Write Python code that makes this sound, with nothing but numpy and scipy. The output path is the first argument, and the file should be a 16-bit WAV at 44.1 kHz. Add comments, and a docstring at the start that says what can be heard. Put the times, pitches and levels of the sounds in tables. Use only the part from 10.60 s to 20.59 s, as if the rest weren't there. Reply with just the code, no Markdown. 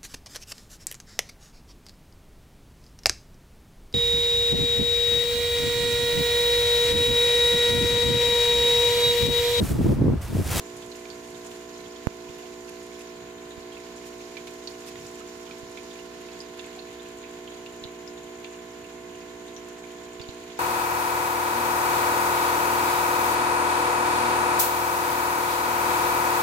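"""Close to an aquarium, on the stereo microphones of a hand-held camera. From the start the pump hums,
the filter churns and water trickles, with small bubbles bursting mostly to the right. A finger shifts
over the right microphone port and bumps it with a sharp pop at 1.5 s. Near 2.8 s it covers the port
and dulls that side, then slips off; from 4.3 s it creeps back. The hand rubs and bumps the camera
now and then, ending on two knocks just before 10 s."""
import sys
import numpy as np
from scipy import signal
from scipy.fft import rfft, irfft, next_fast_len
from scipy.io import wavfile

SR = 44100
rng = np.random.default_rng(int(sys.argv[2]) if len(sys.argv) > 2 else 0)


def transcribe(signal):
    """Save signal, clipped to [-1, 1], as a 16-bit WAV file at the path in sys.argv[1]."""
    frames = np.atleast_2d(signal).T
    limited = np.clip(frames, -1, 1)
    pcm = np.round(limited * 32767).astype(np.int16)
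    wavfile.write(sys.argv[1], SR, pcm)


N = 440559
TIME = np.arange(N) / SR
LEFT_DB = -5.5  # the tank is fainter at the left microphone


# strong partials of the pump: multiple of the mains, left level/dB, right level/dB
PUMP_PARTIALS = [(2, -68.4, -67.8), (3, -65.8, -60.1), (4, -55.6, -53.4), (5, -53.9, -52.2),
                 (6, -48.0, -44.7), (7, -51.7, -49.8), (8, -55.6, -51.1), (9, -63.6, -65.7),
                 (10, -68.7, -59.2), (11, -59.3, -48.5), (12, -57.5, -61.6), (13, -68.8, -76.2),
                 (14, -66.6, -72.5), (15, -68.5, -65.5), (16, -70.4, -64.6), (17, -61.9, -55.1),
                 (18, -79.1, -56.0), (25, -78.3, -66.8), (26, -81.0, -66.3), (29, -64.2, -63.9),
                 (30, -72.6, -66.6), (34, -76.5, -64.5), (35, -69.7, -62.6), (37, -80.8, -71.5),
                 (39, -76.7, -71.2), (41, -77.2, -65.9), (48, -77.1, -70.2), (52, -81.7, -69.7)]
# outline of its weaker partials: f/Hz, level/dB
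PUMP_BUZZ = [(60, -63), (1140, -80.5), (1400, -64.5), (1700, -83), (2400, -76), (2750, -81.5),
             (4200, -78.5), (5500, -93), (7000, -81), (8000, -104)]

def pump(mains_hz=60.02, scatter_hz=800, uneven_db=1.5, waver=0.0081, lead_s=.00008):
    """The motor kicks once a mains cycle; the housing smears each kick into a steady hum."""
    order = np.arange(1, 134)
    hz = order * mains_hz
    level_db = read(PUMP_BUZZ, hz) + uneven_db * rng.standard_normal((2, len(hz))) + [[LEFT_DB], [0]]
    for multiple, left_db, right_db in PUMP_PARTIALS:
        level_db[:, round(multiple) - 1] = left_db, right_db
    # higher partials travel longer, and a housing resonance holds back those around it
    lag = np.pi * .22 * order ** 2 + 2 * np.arctan((hz - 330) / 20)
    # a standing wave puts a node between the two microphones
    node = np.pi * (abs(hz - 570) < 50) * np.array([[1], [0]])
    # short waves reach them by unrelated paths
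    scatter = np.minimum((hz / scatter_hz) ** 4, np.pi) * rng.standard_normal((2, len(hz)))
    lead = 2 * np.pi * hz * np.array([[lead_s], [0]])
    partials = np.sqrt(2) * amp(level_db) * np.exp(1j * (node + scatter + lead - lag))
    grid = np.linspace(0, 1, 4096)
    cycles = (partials @ np.exp(2j * np.pi * order[:, None] * grid)).real
    turns = mains_hz * TIME + 0.0011 * drift(rate_hz=7.0)
    hum = np.array([np.interp(turns % 1, grid, cycle) for cycle in cycles])
    return hum * (1 + waver * drift(rate_hz=21))


# loudest bursts at the surface: t/s, level/dB before gain and pan, f/Hz, snap against ring/dB
LOUD_BURSTS = [(0.316, -43, 4000, -1), (0.454, -41, 2280, 0), (0.5013, -38.5, 4250, 0),
               (0.915, -42, 2910, 4), (3.168, -41, 2420, -8), (3.7686, -33.5, 2230, -1),
               (3.871, -38.5, 2370, 4), (4.0737, -33.5, 4140, -3), (4.3557, -39, 1980, 1),
               (4.91, -39, 2350, 3), (5.173, -37, 2340, -3), (5.803, -39, 4700, -3),
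               (5.9934, -34.5, 2620, 7), (6.1903, -40.5, 4050, -3), (6.638, -42.5, 2380, -5),
               (6.876, -41, 2950, -8), (7.0615, -38.5, 2670, 2), (7.2383, -32.5, 3720, 1),
               (7.476, -39, 4850, -2), (7.8447, -34, 2580, 5.5), (8.964, -39, 5540, 0),
               (9.2399, -41.5, 2270, -5), (9.597, -38.5, 2620, 3), (9.614, -38, 4350, -3),
               (9.6878, -41, 3950, -2)]
# loudest ticks of spray on the lid: t/s, level/dB, f/Hz
LID_SPRAY = [(0.167, -41, 9500), (1.785, -36, 11700), (2.392, -37, 11300), (4.4682, -43, 7670),
             (5.1133, -39.5, 10100), (5.8117, -41, 9300), (5.9757, -36, 11700), (6.0601, -45, 7760)]
# larger, soft gurgles: t/s, level/dB, f/Hz
SOFT_GURGLES = [(0.851, -42, 710), (1.668, -41, 986), (1.824, -41, 707), (4.605, -40, 1270),
                (4.896, -44, 1280), (6.17, -42, 740)]

def bubbles(burst_gain_db=2.5):
    """Single bursts, ticks of spray and gurgles ring out above the trickle."""
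    out = np.zeros((2, N))
    for s, db, hz, snap_db in LOUD_BURSTS:
        add(out, s, burst(burst_gain_db + db, hz, snap_db))
    for s, db, hz in LID_SPRAY:
        tick = snap(ping(hz, cycles=4.8, glide=0.066), snap_hz=11600, snap_db=-1.5)
        add(out, s, in_tank(tick) * amp(db) * amp([[LEFT_DB / 2], [0]]))
    for s, db, hz in SOFT_GURGLES:
        gurgle = ping(hz, cycles=10.5, glide=0.027)
        add(out, s, in_tank(gurgle) * amp(db) * amp([[LEFT_DB], [0]]))
    return out


def soft_bubbles(top_db=-41.5, range_db=5, low_hz=2400, high_hz=3700, count=30):
    """Softer bubbles burst at random, a few each second, favouring the lower pitches."""
    out = np.zeros((2, N))
    for turn, (when, softness, pitch) in enumerate(rng.random((count, 3))):
        hz = low_hz * (high_hz / low_hz) ** (pitch ** 2)
        add(out, (turn + when) / count * N / SR, burst(top_db - range_db * softness, hz, snap_db=-3))
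    return out


def burst(db, hz, snap_db, middling_hz=2700, film_hz=3420, pan_db=7, wall_s=.0068, wall_db=-8.5):
    """A bubble bursts at the outflow, on the right; smaller ones ring more cycles and snap higher."""
    smallness = hz / middling_hz
    ring = ping(hz, cycles=4 * smallness ** .3, glide=0.078)
    sound = snap(ring, snap_hz=film_hz * smallness ** 0.26, snap_db=snap_db)
    add(sound, wall_s, amp(wall_db) * sound)  # echo off the far glass wall
    return in_tank(sound) * amp(db + np.array([[-pan_db], [pan_db]]) / 2)


def ping(hz, cycles, glide):
    """A ringing bubble of peak one; its pitch climbs by glide as it reaches the surface."""
    t = np.arange(SR // 16) / SR
    age = hz * t / cycles
    turns = hz * np.cumsum(1 + glide * (1 - np.exp(-age))) / SR
    ring = np.sin(2 * np.pi * turns) * np.exp(-age) * (1 - np.exp(-4 * age))
    return ring / abs(ring).max()


def snap(ring, snap_hz, snap_db):
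    """A bubble's film tears with a broad click just as it starts to ring."""
    return ring + amp(snap_db) * ping(snap_hz, cycles=1.7, glide=0)


# strength of the flow: t/s, level/dB
FLOW_LEVEL = [(0, 0), (1.6, -.5), (2.8, -0.5), (3.8, 0.05), (6, 0.5), (7.5, 0), (8.6, 0), (10, 1)]
# trickle at the surface: f/Hz, level/dB per Hz
TRICKLE_SPECTRUM = [(200, -102), (700, -84.5), (1030, -83), (1190, -93), (1450, -86.5), (2400, -85.5),
                    (3000, -87.5), (4000, -90), (5000, -93.5), (7000, -99.5), (9000, -100), (11000, -93),
                    (15000, -91)]
# water churning in the filter housing: f/Hz, level/dB per Hz
CHURN_SPECTRUM = [(20, -99), (40, -90), (90, -82), (150, -80), (300, -78), (335, -79), (362, -69),
                  (400, -80.5), (470, -86), (800, -90.5), (1500, -90), (4000, -115)]

def water(flicker_db=0.9):
    """The filter churns and its outflow trickles, mostly into the right microphone."""
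    flow_db = np.interp(TIME, *np.transpose(FLOW_LEVEL)) + flicker_db * drift(rate_hz=33)
    surface = noise(TRICKLE_SPECTRUM, likeness=0.019) + fizz() + crackle()
    churn = noise(CHURN_SPECTRUM, likeness=0.88)
    return (surface * amp(flow_db) + churn) * amp([[LEFT_DB], [0]])


def fizz(per_s=160, base_db=-55, spread_db=4.5, db_per_octave=-5, pitches=28):
    """A crowd of tiny bubbles rings, loudest near 2800 Hz and fainter to either side."""
    out = np.zeros((2, N))
    for hz in np.geomspace(1400, 12000, pitches):
        gaps, strengths = -np.log(rng.random((400, 2))).T
        times = np.cumsum(gaps) * pitches / per_s
        levels_db = base_db + spread_db * np.minimum(strengths, np.e)
        gains = amp(levels_db + db_per_octave * abs(np.log2(hz / 2800)))
        ring = in_tank(ping(hz, cycles=2.9, glide=0.06))
        for s, gain in zip(times[times < N / SR], gains):
            add(out, s, gain * ring)
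    return out


def crackle(base_db=-46, spread_db=1.0, tilt_db=11, count=130):
    """Droplets tick faintly at random, the brighter ones louder."""
    out = np.zeros((2, N))
    for when, chance, brightness in rng.random((count, 3)):
        db = base_db + spread_db * min(-np.log(chance), 3) + tilt_db * brightness
        tick = ping(8000 * 1.8 ** brightness, cycles=1.3, glide=0)
        add(out, when * N / SR, amp(db) * in_tank(tick))
    return out


# finger bumps on the right port: t/s, level/dB, rise/s
FINGER_BUMPS = [(1.4710, -4, 0.0002), (1.697, -38, 0.0026), (2.979, -35, 0.0018), (5.032, -35, 0.0034),
                (7.222, -41, .002), (7.253, -32.5, 0.0015), (9.603, -26, 0.00065), (9.69, -24.5, 0.00048)]

def bumps(low_cut_hz=92, leak_db=-38, jolt=.45):
    """A bump is a step of pressure, which the microphone's low cut turns into a pop."""
    out = np.zeros((2, N))
    t = np.arange(SR // 10) / SR
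    low_cut = signal.butter(2, low_cut_hz, "high", fs=SR)
    for s, db, rise in FINGER_BUMPS:
        step = jolt + np.minimum(t / rise, 1)  # a jolt at first touch, then the squeeze
        pop = signal.lfilter(*low_cut, step)
        add(out, s, pop / pop.max() * amp(db) * amp([[leak_db], [0]]))
    return out


# dull rumbles of the hand on the camera: t/s, length/s, level/dB
HAND_RUMBLES = [(0.08, 0.24, -56), (0.55, 0.32, -58), (2.55, .2, -55), (4.26, 0.24, -52)]
# scuffs of skin on the camera: t/s, length/s, level/dB
SKIN_SCUFFS = [(0.9, 0.035, -51), (2.089, 0.012, -44), (3.445, 0.055, -49.5), (3.866, 0.022, -48),
               (4.254, 0.051, -44.5), (4.38, 0.14, -56)]

def hand(rumble_hz=108, left_db=-5, scuff_band_hz=(1800, 9000)):
    """The hand rubs the case, right by the microphones: dull rumbles and short, grainy scuffs."""
    out = np.zeros((2, N))
    case = signal.butter(2, [rumble_hz / 1.12, rumble_hz * 1.38], "band", fs=SR)
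    for s, length, db in HAND_RUMBLES:
        rub = signal.lfilter(*case, rng.standard_normal(SR))[SR // 10:][:int(length * SR)]
        fade = signal.windows.tukey(len(rub), .5)
        add(out, s, unit_rms(rub) * fade * amp(db) * amp([[left_db], [0]]))
    skin = signal.butter(1, scuff_band_hz, "band", fs=SR)
    for s, length, db in SKIN_SCUFFS:
        slips = rng.standard_normal((2, SR // 4)) * (rng.random(SR // 4) < .15)
        scuff = signal.lfilter(*skin, slips)[:, :int(length * SR)]
        fade = signal.windows.tukey(scuff.shape[1], .6)
        add(out, s, unit_rms(scuff) * fade * amp(db) * amp([[left_db / 2], [0]]))
    return out


# right port's resonance, sinking under the finger in two short slips and a slow creep: t/s, f/Hz
RIGHT_PORT_TUNING = [(0, 7100), (0.95, 7200), (1.4, 5800), (2.05, 7100), (2.4, 6300), (2.75, 3800),
                     (3.45, 6360), (4.3, 6760), (5.05, 6050), (6.2, 4750), (7.4, 4060), (9.5, 4140),
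                     (9.7, 4700)]

def ports(dry, left_hz=6920, left_q=9.4, open_q=2.95):
    """Each microphone listens through a port; the finger dulls the right one."""
    hz, t, (left, right) = signal.stft(dry, SR, nperseg=512)
    right_hz = np.interp(t, *np.transpose(RIGHT_PORT_TUNING))
    right_q = open_q * (right_hz / left_hz) ** 2  # the finger also damps the resonance
    left = left * air_plug(hz[:, None], left_hz, left_q)
    right = right * air_plug(hz[:, None], right_hz, right_q)
    return signal.istft(np.array([left, right]), SR)[1][:, :N]


def air_plug(hz, tuned_hz, q):
    """The air in a microphone port acts as a resonant low-pass."""
    return 1 / (1 - (hz / tuned_hz) ** 2 + 1j * hz / (tuned_hz * q))


def in_tank(sound):
    """A short sound reaches each microphone by its own path, scaled to a peak of one."""
    pair = np.array([signal.fftconvolve(sound, echoes()) for _ in range(2)])
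    return pair / abs(pair).max(1, keepdims=True)


def echoes(glass_db=6, glass_t60=.035, room_db=2, room_t60=.17):
    """One path to a microphone: direct sound, quick echoes between the glass walls, then the room."""
    t = np.arange(SR // 4) / SR
    path = signal.unit_impulse(len(t))
    for db, t60 in (glass_db, glass_t60), (room_db, room_t60):
        tail = rng.standard_normal(len(t)) * np.exp(-np.log(1000) * t / t60)
        energy = SR * t60 / np.log(1e6)
        path += amp(db) * tail / np.sqrt(energy)
    return path


def noise(spectrum, likeness):
    """Two partly alike channels of noise with a spectrum in dB per Hz."""
    size = next_fast_len(N, True)
    right, other = rng.standard_normal((2, size))
    left = likeness * right + np.sqrt(1 - likeness ** 2) * other
    gain = amp(read(spectrum, np.fft.rfftfreq(size, 1 / SR))) * np.sqrt(SR / 2)
    return irfft(rfft([left, right]) * gain, size)[:, :N]


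def drift(rate_hz):
    """A slow random wander with an rms of one."""
    hz = np.fft.rfftfreq(N, 1 / SR)
    return unit_rms(irfft(rfft(rng.standard_normal(N)) * np.exp(-(hz / rate_hz) ** 2), N))


def amp(db):
    """Decibels to gain."""
    return 10 ** (np.asarray(db) / 20)


def unit_rms(x):
    """Scales to an rms of one."""
    return x / np.sqrt(np.mean(x ** 2) + 1e-20)


def read(points, hz):
    """Reads a spectrum on a log-frequency axis."""
    f, value = np.transpose(points)
    return np.interp(np.log(hz + 1), np.log(f), value)


def add(mix, s, sound):
    """Mixes a sound in at s seconds."""
    part = mix[..., max(round(s * SR), 0):][..., :sound.shape[-1]]
    part += sound[..., :part.shape[-1]]


def scene():
    """Pump, water and bubbles, close to the tank."""
    return pump() + water() + bubbles() + soft_bubbles()


def record(dry, hiss_db=-61.5, edge_hz=15350):
    """The hand-held camera: two ports, handling noise, the microphones' own hiss and a band limit."""
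    heard = ports(dry) + bumps() + hand() + amp(hiss_db) * rng.standard_normal((2, N))
    band_limit = signal.firwin(255, edge_hz, window=("kaiser", 9), fs=SR)
    return signal.oaconvolve(heard, band_limit[None], "same")


dry = scene()
out = record(dry)
transcribe(out)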